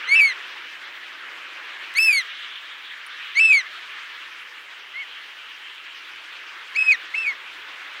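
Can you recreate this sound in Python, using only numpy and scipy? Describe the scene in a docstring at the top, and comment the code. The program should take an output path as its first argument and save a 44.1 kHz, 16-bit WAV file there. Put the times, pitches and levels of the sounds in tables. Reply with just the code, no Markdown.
"""An oystercatcher pipes six notes on an open beach, one of them very soft and on the low side alone.
The other five start and end on the low side of the syrinx and arch over on the high side in the middle;
where both sides sound they beat and rasp. Surf, hissing noise in bands, swells as waves spill and fizz.
A camera's focus drive whispers in narrow hisses and its lens pings once; two dry ticks are bursts of noise.
A breeze adds a very faint low rumble, and a faint low thump follows the loudness of the sound."""
import sys
import numpy as np
from scipy import signal
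from scipy.fft import rfft, irfft
from scipy.io import wavfile

SR = 44100
rng = np.random.default_rng(int(sys.argv[2]) if len(sys.argv) > 2 else 0)


def persist_wave(psi):
    """Save psi, clipped to +-1, as 16-bit WAV."""
    counts = np.round(np.clip(psi, -1, 1) * 32767).astype(np.int16)
    wavfile.write(sys.argv[1], SR, np.atleast_2d(counts).T)


N = 352800

# notes, as the low side of the syrinx sings them:
# (start [s], end of the rise [s], start of the fall [s], end [s])
NOTE_TIMES = [(0.073, 0.153, 0.206, 0.329), (1.952, 1.986, 2.124, 2.219), (3.353, 3.397, 3.528, 3.617),
              (4.939, 4.995, 5.014, 5.043), (6.75, 6.767, 6.917, 6.959), (7.139, 7.152, 7.269, 7.328)]
# the low side in each note: (top pitch [Hz], bend of the fall [1 straight, less = late plunge],
# octave [dB], third harmonic [dB], fall of the higher ones [dB per harmonic])
LOW_SIDE_VOICES = [ (2334, 0.44, -31.5, -38, -9), (2330, 0.46, -26, -30.5, -7.5),
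                   (2348, 0.48, -30.5, -34, -12.5), (2215, 0.52, -56, -78, -15),
                   (2366, 1.1, -30.5, -35.5, -15), (2285, 0.3, -44, -48.5, -14), ]
# arches of the high side, which takes over between a note's rise and its fall:
# (crest time [s], crest pitch [Hz], pitch where it breaks back [Hz], waver [share of the pitch], tremble [dB],
# lead over the low side [dB], octave [dB], third harmonic [dB], fall of the higher ones [dB per harmonic])
HIGH_SIDE_ARCHES = [ (0.173, 2663, 2474, 0.0027, -1.2, 16, -37.5, -43, -10),
                    (2.038, 2654, 2364, 0.00031, 0.2, 28, -23.5, -33, -7),
                    (3.44, 2652, 2463, 0.00023, 0.6, 39, -34.5, -33.5, -18),
                    (6.835, 2570, 2510, 0.0071, 1.5, 30, -35.5, -44.5, -16),
                    (7.192, 2653, 2405, 0.0068, 2, 24, -46, -49, -17), ]
# loudness of each note, one list a note: (time [s], level [dB])
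NOTE_LOUDNESS = [
    [(0.072, -38), (0.082, -26.5), (0.132, -12.5), (0.15, -13.5), (0.242, -12.5), (0.292, -24),
     (0.312, -23), (0.33, -37)],
    [(1.95, -26), (1.956, -27), (1.994, -12), (2.004, -17), (2.068, -19.5), (2.086, -10.5), (2.116, -16.5),
     (2.2, -21.5), (2.221, -33)],
    [(3.351, -36), (3.357, -28), (3.377, -15), (3.441, -12), (3.487, -17.5), (3.509, -10), (3.573, -15),
     (3.62, -34.5)],
    [(4.938, -40), (4.962, -31.5), (5.03, -33), (5.045, -41)],
    [(6.753, -32), (6.763, -22.5), (6.825, -17), (6.837, -28), (6.857, -30), (6.879, -14.5), (6.917, -12),
     (6.953, -28.5), (6.963, -40)],
    [(7.14, -32), (7.146, -22.5), (7.238, -27), (7.27, -20), (7.3, -23.5), (7.328, -33)],
]


def oystercatcher(fade_s=0.003):
    """Six piped notes; one without an arch stays on the low side of the syrinx alone."""
    out = np.zeros(N)
    for times, low, loudness in zip(NOTE_TIMES, LOW_SIDE_VOICES, NOTE_LOUDNESS):
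        start, end = times[0], times[-1]
        t = np.arange(start - fade_s, end + fade_s, 1 / SR)
        arch = next((a for a in HIGH_SIDE_ARCHES if start < a[0] < end), None)
        gate = ramp(t, t[0], start) * ramp(t, t[-1], end)
        sides = syrinx(times, low, arch, loudness, t)
        add(out, t[0], gate * note(sides, t))
    return out


ONSET_HZ, END_HZ, RISE_BEND = 1920, 1766, 0.62  # every note scoops up from one pitch and sinks to another
BREAK_UP_S, BREAK_BACK_S = 0.0071, 0.016  # how fast the sides hand over
OVERTONE_ATTACK_S, OVERTONE_RELEASE_S = 0.021, 0.031
OVERTONE_EDGE_DB = -11.5  # overtones are weaker at a note's ends
EDGE_FALL_DB = -3.5  # and the highest go first, per harmonic
WAVER_PER_S, TREMBLE_PER_S = 26, 77  # pace of the high side's unsteadiness in pitch and in level


def syrinx(times, low, arch, loudness, t):
    """Each side through one note: (pitch [Hz], level [dB], octave and third re note [dB], fall [dB/harmonic])."""
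    start, risen, falls, end = times
    top_hz, bend, *low_timbre = low
    db, = curves(loudness, t)
    breath = ramp(t, start, start + OVERTONE_ATTACK_S) * ramp(t, end, end - OVERTONE_RELEASE_S)
    slack = 1 - breath

    def timbre(octave_db, third_db, fall_db):
        """Overtones hold their level through the note and dull where the breath is slack."""
        dull_db = OVERTONE_EDGE_DB * slack - db
        return octave_db + dull_db, third_db + dull_db, fall_db + EDGE_FALL_DB * slack

    rise = ramp(t, start, risen) ** RISE_BEND
    fall = ramp(t, end, falls) ** bend
    low_hz = top_hz + (ONSET_HZ - top_hz) * (1 - rise) + (END_HZ - top_hz) * (1 - fall)
    if arch is None:
        return [(low_hz, db, *timbre(*low_timbre))]

    crest, crest_hz, exit_hz, waver, tremble_db, lead_db, *high_timbre = arch
    arch_hz = crest_hz + (exit_hz - crest_hz) * ((t - crest) / (falls - crest)) ** 2
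    high_hz = np.maximum(arch_hz, top_hz) * (1 + waver * walk(WAVER_PER_S, len(t)))
    # the high side seizes the air at the top of the rise and gives it back at the fall
    inside = np.minimum((t - risen) / BREAK_UP_S, (falls - t) / BREAK_BACK_S)
    inside = np.maximum(inside, -2)
    ahead_db = lead_db * (1 - np.exp(-inside))
    # both sides together keep the power of the loudness curve, before the tremble
    low_db = db - 10 * np.log10(1 + undb(ahead_db) ** 2)
    high_db = low_db + ahead_db + tremble_db * walk(TREMBLE_PER_S, len(t))
    return [(low_hz, low_db, *timbre(*low_timbre)), (high_hz, high_db, *timbre(*high_timbre))]


NOTCH_HZ, NOTCH_WIDTH_HZ, NOTCH_DB = 4964, 172, -14  # a notch of the windpipe that the octave sweeps through
# colour that windpipe and bill give the overtones above the octave: (frequency [Hz], gain [dB])
THROAT_COLOUR = [(6000, -5.5), (7000, -8.5), (8000, -10), (9200, 1), (10500, 0), (11500, 4.5), (12400, -6),
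                 (13200, 1.5), (14000, -2.5), (15500, 0)]


def note(sides, t, drive=1.0, coupling=0.89, overtone_flutter_db=2.0, rasp_db=-31, air_db=-45, break_air_db=-35):
    """The sides share one airstream: they beat, saturate together and make one series of overtones."""
    swings = np.array([membrane(hz, db) for hz, db, *_ in sides])
    # a side that falls well behind the other is starved of air and stops
    strength = abs(swings) / (abs(swings).max(0) + 1e-9)
    swings = swings * np.minimum(strength / .33, 1) ** 2
    power = abs(swings) ** 2 + 1e-14
    effort = np.sqrt(power.sum(0))
    share = power / power.sum(0)

    # the high side mirrors the low one to a combination tone above itself
    mirrored = sum(high ** 2 * swings[0].conj() for high in swings[1:]) / effort ** 2
    flow = swings.sum(0) + 1j * coupling * mirrored
    saturated = np.tanh(drive * abs(flow) / effort) / np.tanh(drive)
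    tone = saturated * np.sin(np.angle(flow))

    # the stronger side closes the valve, so it sets the phase and timbre of the overtones
    hz, _, octave_db, third_db, fall_db = sum(part * np.array(side) for part, side in zip(share, sides))
    valve = (np.sqrt(share) * swings).sum(0) / effort
    octave_gain = undb(octave_db + NOTCH_DB * bell(2 * hz, NOTCH_HZ, NOTCH_WIDTH_HZ))
    overtones = octave_gain * np.sin(2 * np.angle(valve))
    for step, k in enumerate(range(3, 9)):
        harmonic_db = third_db + fall_db * step + overtone_flutter_db * walk(88, len(t))
        gain = undb(harmonic_db) * colour(THROAT_COLOUR, k * hz)
        overtones = overtones + gain * np.sin(k * np.angle(valve))

    # turbulence roughens the tone and leaves a thin hiss, most where both sides are equally strong
    clash = 2 * (1 - (share ** 2).sum(0))
    rasp = undb(rasp_db) * walk(1200, len(t))
    hiss = noise(lambda f: bell(f, 5700, 3200), len(t))
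    air = (undb(air_db) + undb(break_air_db) * clash) * hiss
    return effort * ((tone + abs(valve) * overtones) * (1 + rasp) + air)


def membrane(hz, db, flutter_db=1.37, jitter=.0025):
    """One side of the syrinx as a rotating phasor with a slightly unsteady pitch and level."""
    unsteady_hz = hz * (1 + jitter * walk(170, len(hz)))
    phase = 2 * np.pi * np.cumsum(unsteady_hz) / SR + rng.uniform(0, 2 * np.pi)
    swing = np.sqrt(2) * undb(db + flutter_db * walk(91, len(hz)))
    return swing * np.exp(1j * phase)


def beach(x, scatter_db=-29, t60_s=.2):
    """Sand, weed and scrub scatter a weak, short tail: decaying noise convolved with the call."""
    t = np.arange(SR // 2) / SR
    tail = noise(lambda hz: bell(hz, 2000, 2500), len(t)) * np.exp(-np.log(1000) * t / t60_s)
    return x + undb(scatter_db) * signal.fftconvolve(x, tail / np.linalg.norm(tail))[:N]


SURF_DB = -37.5  # rms level of the whole surf
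# swell of the surf, of which only the swing about each column's mean is heard:
# (time [s], roar of the breakers [dB], wash [dB], foam fizz [dB])
WAVE_SWELLS = [(0.0, -55.5, -33, -55), (0.4, -56, -37, -55.5), (0.7, -58.0, -41.5, -55.0),
               (1.0, -58, -39.5, -57.5), (1.3, -56.0, -41, -58), (1.85, -56.0, -37.5, -55.5),
               (2.3, -61.5, -38.5, -57.5), (2.8, -62, -41, -59), (3.3, -62.5, -38.5, -55),
               (3.75, -60, -40.0, -55), (4.1, -61.5, -40, -56.5), (4.8, -60.5, -43.5, -59.0),
               (5.7, -62, -43, -58.5), (6.35, -60, -42.5, -57), (6.65, -58, -40, -57),
               (7.05, -58, -40, -56.0), (7.5, -57, -40.5, -57.5), (8.0, -57.5, -38, -56.5)]
# relative spectrum of the surf: (frequency [Hz], density [dB per Hz])
SURF_SPECTRUM = [(120, -39), (200, -29), (227, -29), (315, -15.5), (715, -16), (1170, -4), (1740, 1.5),
                 (1950, 0), (2130, 0.5), (3120, -2.5), (4660, -17), (10600, -37), (15500, -36)]


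def surf(flicker_db=1.6, churn_db=0.39, spray_follow=0.26):
    """Half-octave bands follow roar, wash and fizz; each flickers a little as the water churns."""
    roar, wash, fizz = (c - np.mean(c) for c in curves(WAVE_SWELLS, np.arange(N) / SR))
    swells = np.array([roar, wash, fizz, spray_follow * fizz])
    swell_hz = [650, 1700, 5000, 12000]
    hz = np.fft.rfftfreq(N, 1 / SR)
    water = rfft(rng.standard_normal(N)) * colour(SURF_SPECTRUM, hz)
    band_of = np.floor(2 * np.log2(np.maximum(hz, 200) / 200))
    churn = churn_db * walk(9, N)  # common to all bands
    out = 0
    for band in range(13):
        inside = band_of == band
        band_hz = hz[inside].mean()
        # each band blends the two swells nearest to it in pitch
        shares = [np.interp(np.log(band_hz), np.log(swell_hz), row) for row in np.eye(len(swells))]
        motion_db = shares @ swells + churn + flicker_db * walk(10.2, N)
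        out = out + irfft(water * inside, N) * undb(motion_db)
    return level(out, SURF_DB)


# moves of the camera's focus drive: (start [s], length [s], centre [Hz], width [Hz], level [dB])
FOCUS_DRIVE_MOVES = [(2.098, 0.527, 3152, 574, -39.5), (2.601, 0.36, 3400, 350, -46.5),
                     (3.078, 0.51, 3330, 554, -45), (4.721, 1.3, 2950, 300, -46)]


def focus_drive(waver_db=2.0, ramp_s=0.037):
    """The focus drive rubs softly: a narrow hiss for each move."""
    out = np.zeros(N)
    for start, length, centre_hz, width_hz, db in FOCUS_DRIVE_MOVES:
        t = np.arange(0, length, 1 / SR)
        fade = np.minimum(np.minimum(t, length - t) / ramp_s, 1)
        run = fade * undb(db + waver_db * walk(11, len(t)))
        add(out, start, run * noise(lambda hz: bell(hz, centre_hz, width_hz), len(t)))
    return out


# a tiny metallic ping as the lens refocuses: (time [s], level [dB])
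LENS_PING = (3.063, -39)
# its modes: (frequency [Hz], level re the ping [dB], t60 [s])
LENS_PING_MODES = [(9400, 0, 0.04), (12000, -10, 0.04)]


def lens_ping(attack_s=.001):
    """Decaying sine modes, as of small metal, with a softened onset."""
    out, t = np.zeros(N), np.arange(SR // 10) / SR
    ring = 0
    for hz, db, t60 in LENS_PING_MODES:
        ring = ring + undb(db) * np.sin(2 * np.pi * hz * t) * np.exp(-np.log(1000) * t / t60)
    s, db = LENS_PING
    add(out, s, undb(db) * ring * (1 - np.exp(-t / attack_s)))
    return out


# faint dry ticks around the second note: (time [s], peak level [dB])
DRY_TICKS = [(1.94, -25), (2.2215, -41)]


def ticks(decay_s=0.00022):
    """Dry ticks: bright noise that dies away within a few milliseconds."""
    out, t = np.zeros(N), np.arange(SR // 10) / SR
    for s, db in DRY_TICKS:
        tick = noise(lambda hz: bell(hz, 5800, 6000), len(t)) * np.exp(-t / decay_s)
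        add(out, s, undb(db) * tick / abs(tick).max())
    return out


def breeze(rumble_db=-80):
    """A very faint low rumble of moving air."""
    return undb(rumble_db + 2 * walk(2.0, N)) * noise(lambda hz: bell(hz, 50, 110), N)


def undb(db):
    """Decibels to gain."""
    return 10 ** (np.asarray(db) / 20)


def level(x, db):
    """Scale to an rms level."""
    return x * undb(db) / np.sqrt(np.mean(x ** 2))


def curves(rows, t):
    """Each column of a table, joined by straight lines at times t."""
    s, *columns = np.transpose(rows)
    return [np.interp(t, s, c) for c in columns]


def ramp(t, zero_s, one_s):
    """A straight line from 0 at one time to 1 at another, held beyond them."""
    return np.clip((t - zero_s) / (one_s - zero_s), 0, 1)


def colour(points, hz):
    """Gain of a (frequency [Hz], level [dB]) spectrum at the given frequencies."""
    f, db = np.transpose(points)
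    return undb(np.interp(np.log(np.maximum(hz, 1)), np.log(f), db))


def bell(hz, centre_hz, width_hz):
    """A smooth hump in frequency."""
    return np.exp(-.5 * ((hz - centre_hz) / width_hz) ** 2)


def noise(shape, size):
    """Noise of unit rms whose spectrum is the function shape(Hz)."""
    hz = np.fft.rfftfreq(size, 1 / SR)
    return level(irfft(rfft(rng.standard_normal(size)) * shape(hz), size), 0)


def walk(rate, size):
    """Smooth chance with unit rms, changing about rate times a second."""
    return noise(lambda hz: bell(hz, 0, rate), size)


def add(out, s, sound):
    """Mix a sound in at time s."""
    i = int(s * SR)
    out[i:i + len(sound)] += sound[:len(out) - i]


def scene():
    """Bird, surf, the camera's own small sounds, ticks and breeze, heard from one spot."""
    bird = beach(oystercatcher())
    camera = focus_drive() + lens_ping()
    return (bird + surf() + camera + ticks() + breeze())[None]


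def record(dry, thump=0.06, thump_hz=45, top_hz=15750):
    """A very faint low thump follows the loudness of the sound; lowest bass and top are cut."""
    loudness = signal.sosfilt(signal.butter(2, thump_hz, fs=SR, output="sos"), dry ** 2)
    thumping = dry + thump * loudness
    bass_cut = signal.sosfilt(signal.butter(2, 20, "high", fs=SR, output="sos"), thumping)
    return signal.sosfilt(signal.ellip(10, .1, 80, top_hz, fs=SR, output="sos"), bass_cut)


dry = scene()
out = record(dry)
persist_wave(out)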